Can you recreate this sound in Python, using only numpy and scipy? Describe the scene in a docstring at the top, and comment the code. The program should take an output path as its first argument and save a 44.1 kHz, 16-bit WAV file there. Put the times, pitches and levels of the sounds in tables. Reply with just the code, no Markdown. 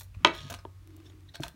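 """Faint ticks and a brush of card come first, then one hard snap rings through a small room.
A cardboard book with beads on its spine is handled close by. The blow excites the cover's damped
modes; beads tick and knock, and fingers bump the boards. Friction makes card hiss and squeak as it
slides, and draws a soft groan from the swinging cover. A low hum runs underneath."""
import sys
import numpy as np
from scipy import signal
from scipy.fft import rfft, irfft, next_fast_len
from scipy.io import wavfile
from scipy.ndimage import map_coordinates

SR = 44100
rng = np.random.default_rng(int(sys.argv[2]) if len(sys.argv) > 2 else 0)


def pcm_store(signal):
    """Save signal as 16-bit PCM."""
    levels = np.round(np.clip(np.atleast_2d(signal), -1, 1) * 32767)
    wavfile.write(sys.argv[1], SR, levels.astype(np.int16).T)


N = 68355
T = np.arange(N) / SR

# modes of the cover under the snap: f/Hz, level/dB, t60/s
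COVER_MODES = [(345, -17.5, 0.041), (637, -9.5, 0.02), (985, -1.5, 0.019), (1270, 2, 0.011),
               (1442, -17, 0.027), (2005, -9.5, 0.019), (2283, -8, 0.023), (2617, -3.5, 0.013),
               (3150, 4.5, 0.0089), (3894, -2.5, 0.0094), (4510, -17.5, 0.018), (5500, -13, 0.0077),
               (6220, -11, 0.0064), (8270, -22, 0.0055)]
# spectrum of the snap's crack: f/Hz, level/dB
CRACK_SPECTRUM = [(200, -28), (1000, 6.5), (4000, -5.5), (7000, -2), (11000, -16.5), (16000, -40)]
# echoes of the snap from near walls: delay/s, level/dB
WALL_ECHOES = [(.0098, -18.5), (.017, -21), (0.0237, -18)]
# modes of the boards and nearby things that ring on: f/Hz, level/dB, t60/s
SYMPATHETIC_MODES = [(335, -25.5, 0.22), (417.4, -29, 0.22), (576, -31.5, 0.081), (648.7, -33, 0.31),
                     (909, -28, 0.12), (966, -28, 0.14), (1094, -56, 1.6), (1245, -45, 0.98),
                     (1290, -31.5, .18), (1485, -32.5, 0.27), (1670, -51.5, 0.8), (2248, -38, 0.32),
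                     (2333, -51.5, .6), (2652, -36.5, 0.27)]
# firm bead knocks: t/s, level/dB, most strongly excited f/Hz
BEAD_KNOCKS = [(.5035, -34, 2301), (.506, -30.5, 670), (.5402, -33, 670), (1.3558, -29.5, 1605),
               (1.4346, -22, 3320), (1.438, -23, 852), (1.482, -35, 4000)]
# modes of the board under a bead: f/Hz, level/dB, t60/s
KNOCK_MODES = [(699.4, -13, 0.085), (919, -4.5, 0.021), (1575, -3, 0.015), (3257, -2.5, 0.0096),
               (3460, -0.5, 0.015), (4110, -6, .014)]
# light bead ticks: t/s, level/dB, t60/s, tilt/(dB per octave)
BEAD_TICKS = [(.009, -44, 0.043, 2.5), (0.017, -48.5, 0.032, -2.5), (.1477, -53, 0.028, -1.5),
              (0.2717, -22.5, 0.0061, -2.5), (.4995, -38, 0.036, 0.5), (.5026, -38, 0.041, 9.5),
              (.5052, -35.5, 0.036, -4), (0.5189, -34.5, 0.038, -7.5), (0.526, -42.5, 0.033, 3),
              (.5398, -39.5, 0.052, 1), (0.5459, -43, 0.022, 0), (0.5875, -54.5, 0.12, -0.5),
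              (.8745, -43, .005, 6.5), (0.9652, -44.5, 0.013, 14.5), (.905, -58.5, 0.02, 0),
              (1.002, -55, 0.016, 2.5), (1.1, -55, 0.022, -7), (1.206, -61, 0.018, 4),
              (1.3435, -48, 0.031, -7), (1.351, -47.5, 0.02, 3), (1.3555, -39, 0.0164, 3.5),
              (1.379, -53, 0.0063, 0), (1.405, -44, 0.013, 5.5), (1.421, -48, 0.14, -6),
              (1.4338, -31, .024, 1.5), (1.445, -45.5, 0.039, -1.5), (1.4543, -37, 0.01, 1),
              (1.465, -39, 0.031, -4.5), (1.4819, -36.5, 0.0077, 6.5), (1.49, -43, 0.01, 3)]
# spectrum of a bead on card: f/Hz, level/dB
TICK_SPECTRUM = [(100, -9), (540, -9.5), (670, 9.5), (780, -10), (910, 0), (1150, 0), (1600, 0.5),
                 (1950, -8.5), (2300, -2), (2750, -1.5), (3100, -7.5), (3500, -6.5), (4200, -6),
                 (4800, -10), (6200, -8), (7300, -12.5), (8200, -13), (10000, -17.5), (16000, -23)]
# soft finger bumps: t/s, level/dB, f/Hz, t60/s
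FINGER_BUMPS = [(0.169, -29.5, 89.67, 0.054), (0.204, -49.5, 244, 0.12), (0.452, -25, 206, 0.012),
                (.652, -25.5, 375.4, 0.021), (1.3994, -28, 139.6, 0.092), (1.402, -24.5, 324.5, 0.036),
                (1.543, -45, 226.5, 0.053)]
# dull taps on the board: t/s, level/dB, f/Hz
FINGER_TAPS = [(0.6515, -31.5, 965), (1.3995, -34.5, 673)]
# modes of a tap: ratio to its f, level/dB, t60/s
TAP_PARTIALS = [(0.962, 0.5, 0.026), (0.688, -10, 0.031), (1.7, -23, 0.036), (3.23, -6.5, 0.0046)]
# card sliding on card: start/s, end/s, rise/s, sag/(dB per s), level/dB, tilt/(dB per octave)
SLIDE_STROKES = [(-.02, 0.057, 0.02, 233.5, -48.5, 15), (.338, 0.394, 0.014, 229, -55.5, 14),
                 (0.323, 0.56, 0.024, 72, -45, -2), (0.493, 0.575, 0.012, 72, -54.5, 5.5),
                 (0.887, 1.096, 0.0394, 3.5, -69, -7.5), (1.035, 1.12, 0.017, 87.5, -66, 9),
                 (1.336, 1.368, 0.017, 208, -46, 0), (1.399, 1.496, 0.035, 219, -52.5, 6.5)]
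# spectrum of sliding card: f/Hz, level/dB
SLIDE_SPECTRUM = [(200, -14), (1000, -7.5), (2700, -5.5), (3350, 3), (3900, -0.5), (4450, -0.5),
                  (4950, -12.5), (5600, -4.5), (6400, -11), (10000, -20.5), (16000, -29)]
# stick-slip squeaks: peak t/s, width/s, level/dB, f/Hz
SQUEAK_EVENTS = [(0.148, 0.0061, -53, 2585), (0.389, .022, -47, 3450), (0.592, 0.0067, -53.5, 5150),
                 (1.066, 0.014, -57, 3550), (1.067, 0.017, -62, 5400), (1.101, 0.0056, -57, 3575),
                 (1.099, 0.0035, -61, 6950), (1.293, 0.0091, -52, 3837)]
# tones of a squeak: ratio to its f, level/dB
SQUEAK_PARTIALS = [(0.492, -7), (.84, -10), (0.997, 2.5), (1.56, -16)]
# rubs of the swinging cover: start/s, end/s, level/dB, resonance f/Hz
COVER_RUBS = [(0.193, 0.308, -46.5, 169), (0.397, 0.495, -50.5, 139.7), (0.85, 1.197, -61, 321.5),
              (1.189, 1.38, -68.5, 315), (1.112, 1.367, -67, 137), (1.42, 1.49, -51, 148.5)]
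# spectrum of the scrape in a rub: f/Hz, level/dB
SCRAPE_SPECTRUM = [(150, -3), (400, -3), (780, -7), (1150, 6), (1600, -5), (2250, -1.5), (5000, -17),
                   (16000, -28)]
# reverberation time of the room: f/Hz, t60/s
REVERB_TIMES = [(150, 0.83), (400, 0.17), (1200, 0.4), (3500, 0.41), (8000, 0.51), (16000, 0.36)]
# colour of the reflections: f/Hz, level/dB
WALL_RESPONSE = [(100, -2), (350, 5), (700, 2), (1000, -3.5), (2000, 1.5), (3100, -10), (4200, -2.5),
                 (5200, -9.5), (16000, -4)]
# harmonics of the hum: f/Hz, level/dB
HUM_PARTIALS = [(46.5, -17.5), (93.3, 2.5), (140, -15)]
# wavering envelope of the hum: t/s, relative level/dB
HUM_ENVELOPE = [(0.0, -48), (0.128, -60.5), (0.18, -43), (0.21, -55), (0.34, -55), (0.448, -49),
                (1.32, -53.5), (1.346, -64), (1.394, -54.5), (1.55, -72)]
# spectrum of the low rumble: f/Hz, level/dB
RUMBLE_SPECTRUM = [(20, -57.5), (32, -37), (42, -1.5), (75, -4.5), (120, -8), (200, -32), (500, -61)]
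# envelope of the rumble: t/s, relative level/dB
RUMBLE_ENVELOPE = [(0.0, -56.5), (0.15, -53), (0.164, -50), (1.07, -61), (1.436, -60.5), (1.48, -47.5),
                   (1.55, -70)]
# spectrum of the room hiss: f/Hz, level/dB
HISS_SPECTRUM = [(25, -42.5), (60, -8.5), (130, 0.5), (200, 0), (400, -9.5), (700, -10.5), (2000, -12),
                 (4000, -15.5), (8000, -20), (16000, -23.5)]

SNAP_S, SNAP_RISE_S = 0.2473, 0.001
BEND_DELAY_S = 0.0005  # travel time of a 1 kHz bending wave
CRACK_DB, CRACK_T60 = -18.5, 0.012
KNOCK_FALL_DB = 9  # per octave away from the most strongly excited frequency
SLIDE_RELEASE_S, SQUEAK_JITTER_RAD = 0.033, 1.2
RIPPLE_DB, RIPPLE_SPACING_HZ = 4, 104.2
RUB_Q, RUB_SCRAPE_DB, RUB_EDGE_S = 4.2, -14, 0.1
TAIL_DB, EARLY_DB, EARLY_T60 = -19.5, -5.5, 0.2
SMALL_WET_DB, FINGER_WET_DB = -1.5, -8  # small, close sounds are drier; fingers are the driest
HUM_DB, RUMBLE_DB, HISS_DB = -0.5, 1, -68
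LOW_HZ, TOP_HZ = 37, 16200


def snap():
    """Impact excitation: a crack and the cover's modes, echoed by walls. Dispersion puts treble first."""
    board = sum(amp(db) * ring(SNAP_S + BEND_DELAY_S * np.sqrt(1000 / hz), hz, t60, SNAP_RISE_S)
                for hz, db, t60 in COVER_MODES)
    crack = amp(CRACK_DB) * noise(CRACK_SPECTRUM) * decay(SNAP_S, CRACK_T60, rise=0.00016)
    direct = board + crack
    echoes = sum(amp(db) * np.interp(T - delay, T, direct) for delay, db in WALL_ECHOES)
    return direct + echoes


def sympathetic_ringing():
    """Sympathetic vibration: lightly damped modes ring on faintly after the snap."""
    return sum(amp(db) * ring(SNAP_S, hz, t60, rise=0.004) for hz, db, t60 in SYMPATHETIC_MODES)


def bead_knocks():
    """Modal excitation: the point of contact weights the modes of a short, hollow ring."""
    out = np.zeros(N)
    for s, db, centre in BEAD_KNOCKS:
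        for hz, level, t60 in KNOCK_MODES:
            octaves = abs(np.log2(hz / centre))
            out += amp(db + level - KNOCK_FALL_DB * octaves) * ring(s, hz, t60, rise=0.0011)
    return out


def bead_ticks():
    """Brief contact has a broad spectrum: each bead on card gives a crackling burst of noise."""
    out = np.zeros(N)
    for s, db, t60, tilt in BEAD_TICKS:
        crackle = unit(noise(TICK_SPECTRUM, tilt) * amp(2.8 * wobble(1100)))
        out += amp(db) * decay(s, t60, rise=0.0001) * crackle
    return out


def fingers():
    """Contact time limits bandwidth: soft bumps move the whole board, quicker taps ring higher modes."""
    bumps = sum(amp(db) * ring(s, hz, t60, rise=0.0022) for s, db, hz, t60 in FINGER_BUMPS)
    taps = sum(amp(db + level) * ring(s, hz * ratio, t60, rise=0.00022)
               for s, db, hz in FINGER_TAPS for ratio, level, t60 in TAP_PARTIALS)
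    return bumps + taps


def card_slides():
    """Sliding friction: grainy noise swells, sags as the stroke slows, and stops."""
    out = np.zeros(N)
    for start, end, rise, sag, db, tilt in SLIDE_STROKES:
        gate = np.clip(np.minimum((T - start) / rise, (end - T) / SLIDE_RELEASE_S + 0.5), 0, 1)
        friction = noise(SLIDE_SPECTRUM, tilt) * amp(3.9 * wobble(600) + 1.05 * wobble(50))
        level = db - sag * np.maximum(T - start - rise, 0)
        out += amp(level) * gate * unit(board_ripple(friction))
    return out


def board_ripple(x):
    """Modal overlap: many fine resonances give random peaks and dips, new for each point of contact."""
    ripple_db = RIPPLE_DB * rng.standard_normal(SR)
    return filtered(x, lambda hz: amp(np.interp(hz / RIPPLE_SPACING_HZ, np.arange(SR), ripple_db)))


def squeaks():
    """Stick-slip oscillation: surfaces catch and release, sounding a few unsteady tones."""
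    out = np.zeros(N)
    for s, width, db, hz in SQUEAK_EVENTS:
        tones = sum(amp(level) * np.sin(2 * np.pi * hz * ratio * T + SQUEAK_JITTER_RAD * wobble(500))
                    for ratio, level in SQUEAK_PARTIALS)
        out += amp(db) * unit(tones) * np.exp(-2 * np.abs(T - s) / width)
    return out


def cover_rubs():
    """Forced vibration: friction drives one low resonance of the board, with a faint scrape above."""
    out = np.zeros(N)
    for start, end, db, centre in COVER_RUBS:
        def resonance(hz):
            damping = 1j * hz * centre / RUB_Q
            return (damping / (centre ** 2 - hz ** 2 + damping)) ** 2
        groan = unit(filtered(rng.standard_normal(N), resonance))
        scrape = unit(noise(SCRAPE_SPECTRUM) * amp(3 * wobble(250) + 2 * wobble(31)))
        pressure = np.clip(np.minimum(T - start, end - T) / RUB_EDGE_S + 0.5, 0, 1)
        out += amp(db) * pressure * (groan + amp(RUB_SCRAPE_DB) * scrape)
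    return out


def room(x):
    """Reverberation: dense early reflections from table and walls, then a softer tail."""
    hz, t, spectra = signal.stft(rng.standard_normal(N), SR, nperseg=256)
    absorption = amp(-60 * t / along(REVERB_TIMES, hz)[:, None])
    build_up = np.clip(T / 0.0099, 0, 1)
    tail = signal.istft(spectra * absorption, SR, nperseg=256)[1][:N] * build_up
    early = rng.standard_normal(N) * decay(0.0023, EARLY_T60, rise=0.00029)
    response = amp(TAIL_DB) * tail / np.linalg.norm(tail) + amp(EARLY_DB) * early / np.linalg.norm(early)
    return filtered(signal.fftconvolve(x, response)[:N], lambda hz: amp(along(WALL_RESPONSE, hz)))


def background():
    """Ambient noise and handling: a hum modulated in level and phase and a room hiss, with a low rumble from
    the board being moved."""
    hum = sum(amp(db) * np.sin(2 * np.pi * hz * T + 0.12 * wobble(19)) for hz, db in HUM_PARTIALS)
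    hum_gain = amp(HUM_DB + np.interp(T, *np.transpose(HUM_ENVELOPE)))
    rumble_gain = amp(RUMBLE_DB + np.interp(T, *np.transpose(RUMBLE_ENVELOPE)))
    return hum_gain * unit(hum) + rumble_gain * noise(RUMBLE_SPECTRUM) + amp(HISS_DB) * noise(HISS_SPECTRUM)


def ring(s, hz, t60, rise):
    """Free vibration of one damped mode struck at time s."""
    return decay(s, t60, rise) * np.sin(2 * np.pi * hz * (T - s))


def decay(s, t60, rise):
    """Exponential damping: a quick rise at time s, then a fall of 60 dB every t60."""
    t = np.maximum(T - s, 0)
    return (1 - np.exp(-t / rise)) * amp(-60 * t / t60)


def noise(spectrum, tilt_db=0, pivot_hz=3000):
    """Spectral shaping: coloured noise of rms 1, tilted by tilt_db per octave."""
    colour = lambda hz: amp(along(spectrum, hz) + tilt_db * np.log2(0.1 + hz / pivot_hz))
    return unit(filtered(rng.standard_normal(N), colour))


def wobble(rate):
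    """Random modulation: a smooth curve with rate knots a second."""
    return map_coordinates(rng.standard_normal(N), [T * rate + 2], mode="wrap")


def filtered(x, response):
    """Linear filtering: the spectrum of x times a function of frequency."""
    size = next_fast_len(N + SR // 2)
    return irfft(rfft(x, size) * response(np.fft.rfftfreq(size, 1 / SR)), size)[:N]


def along(points, hz):
    """Interpolation of (f/Hz, value) points on a logarithmic frequency axis."""
    f, values = np.transpose(points)
    return np.interp(np.log(hz + 1), np.log(f + 1), values)


def amp(db):
    """Amplitude ratio of a level in decibels."""
    return 10 ** (np.asarray(db) / 20)


def unit(x):
    """Normalisation to rms 1."""
    return x / np.sqrt(np.mean(x ** 2) + 1e-20)


def scene():
    """Superposition: direct handling sounds, their reverberation and the background add."""
    blow = snap()
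    small = bead_ticks() + bead_knocks() + card_slides() + squeaks() + cover_rubs()
    bumps = fingers()
    reverb = room(blow + amp(SMALL_WET_DB) * small + amp(FINGER_WET_DB) * bumps)
    return (blow + small + bumps + reverb + sympathetic_ringing() + background())[None]


def record(dry):
    """Band limiting: the lowest bass is cut and nothing passes above TOP_HZ."""
    passband = lambda hz: (hz < TOP_HZ) * (1 - np.exp(-(hz / LOW_HZ) ** 8))
    return filtered(dry[0], passband)[None]


dry = scene()
out = record(dry)
pcm_store(out)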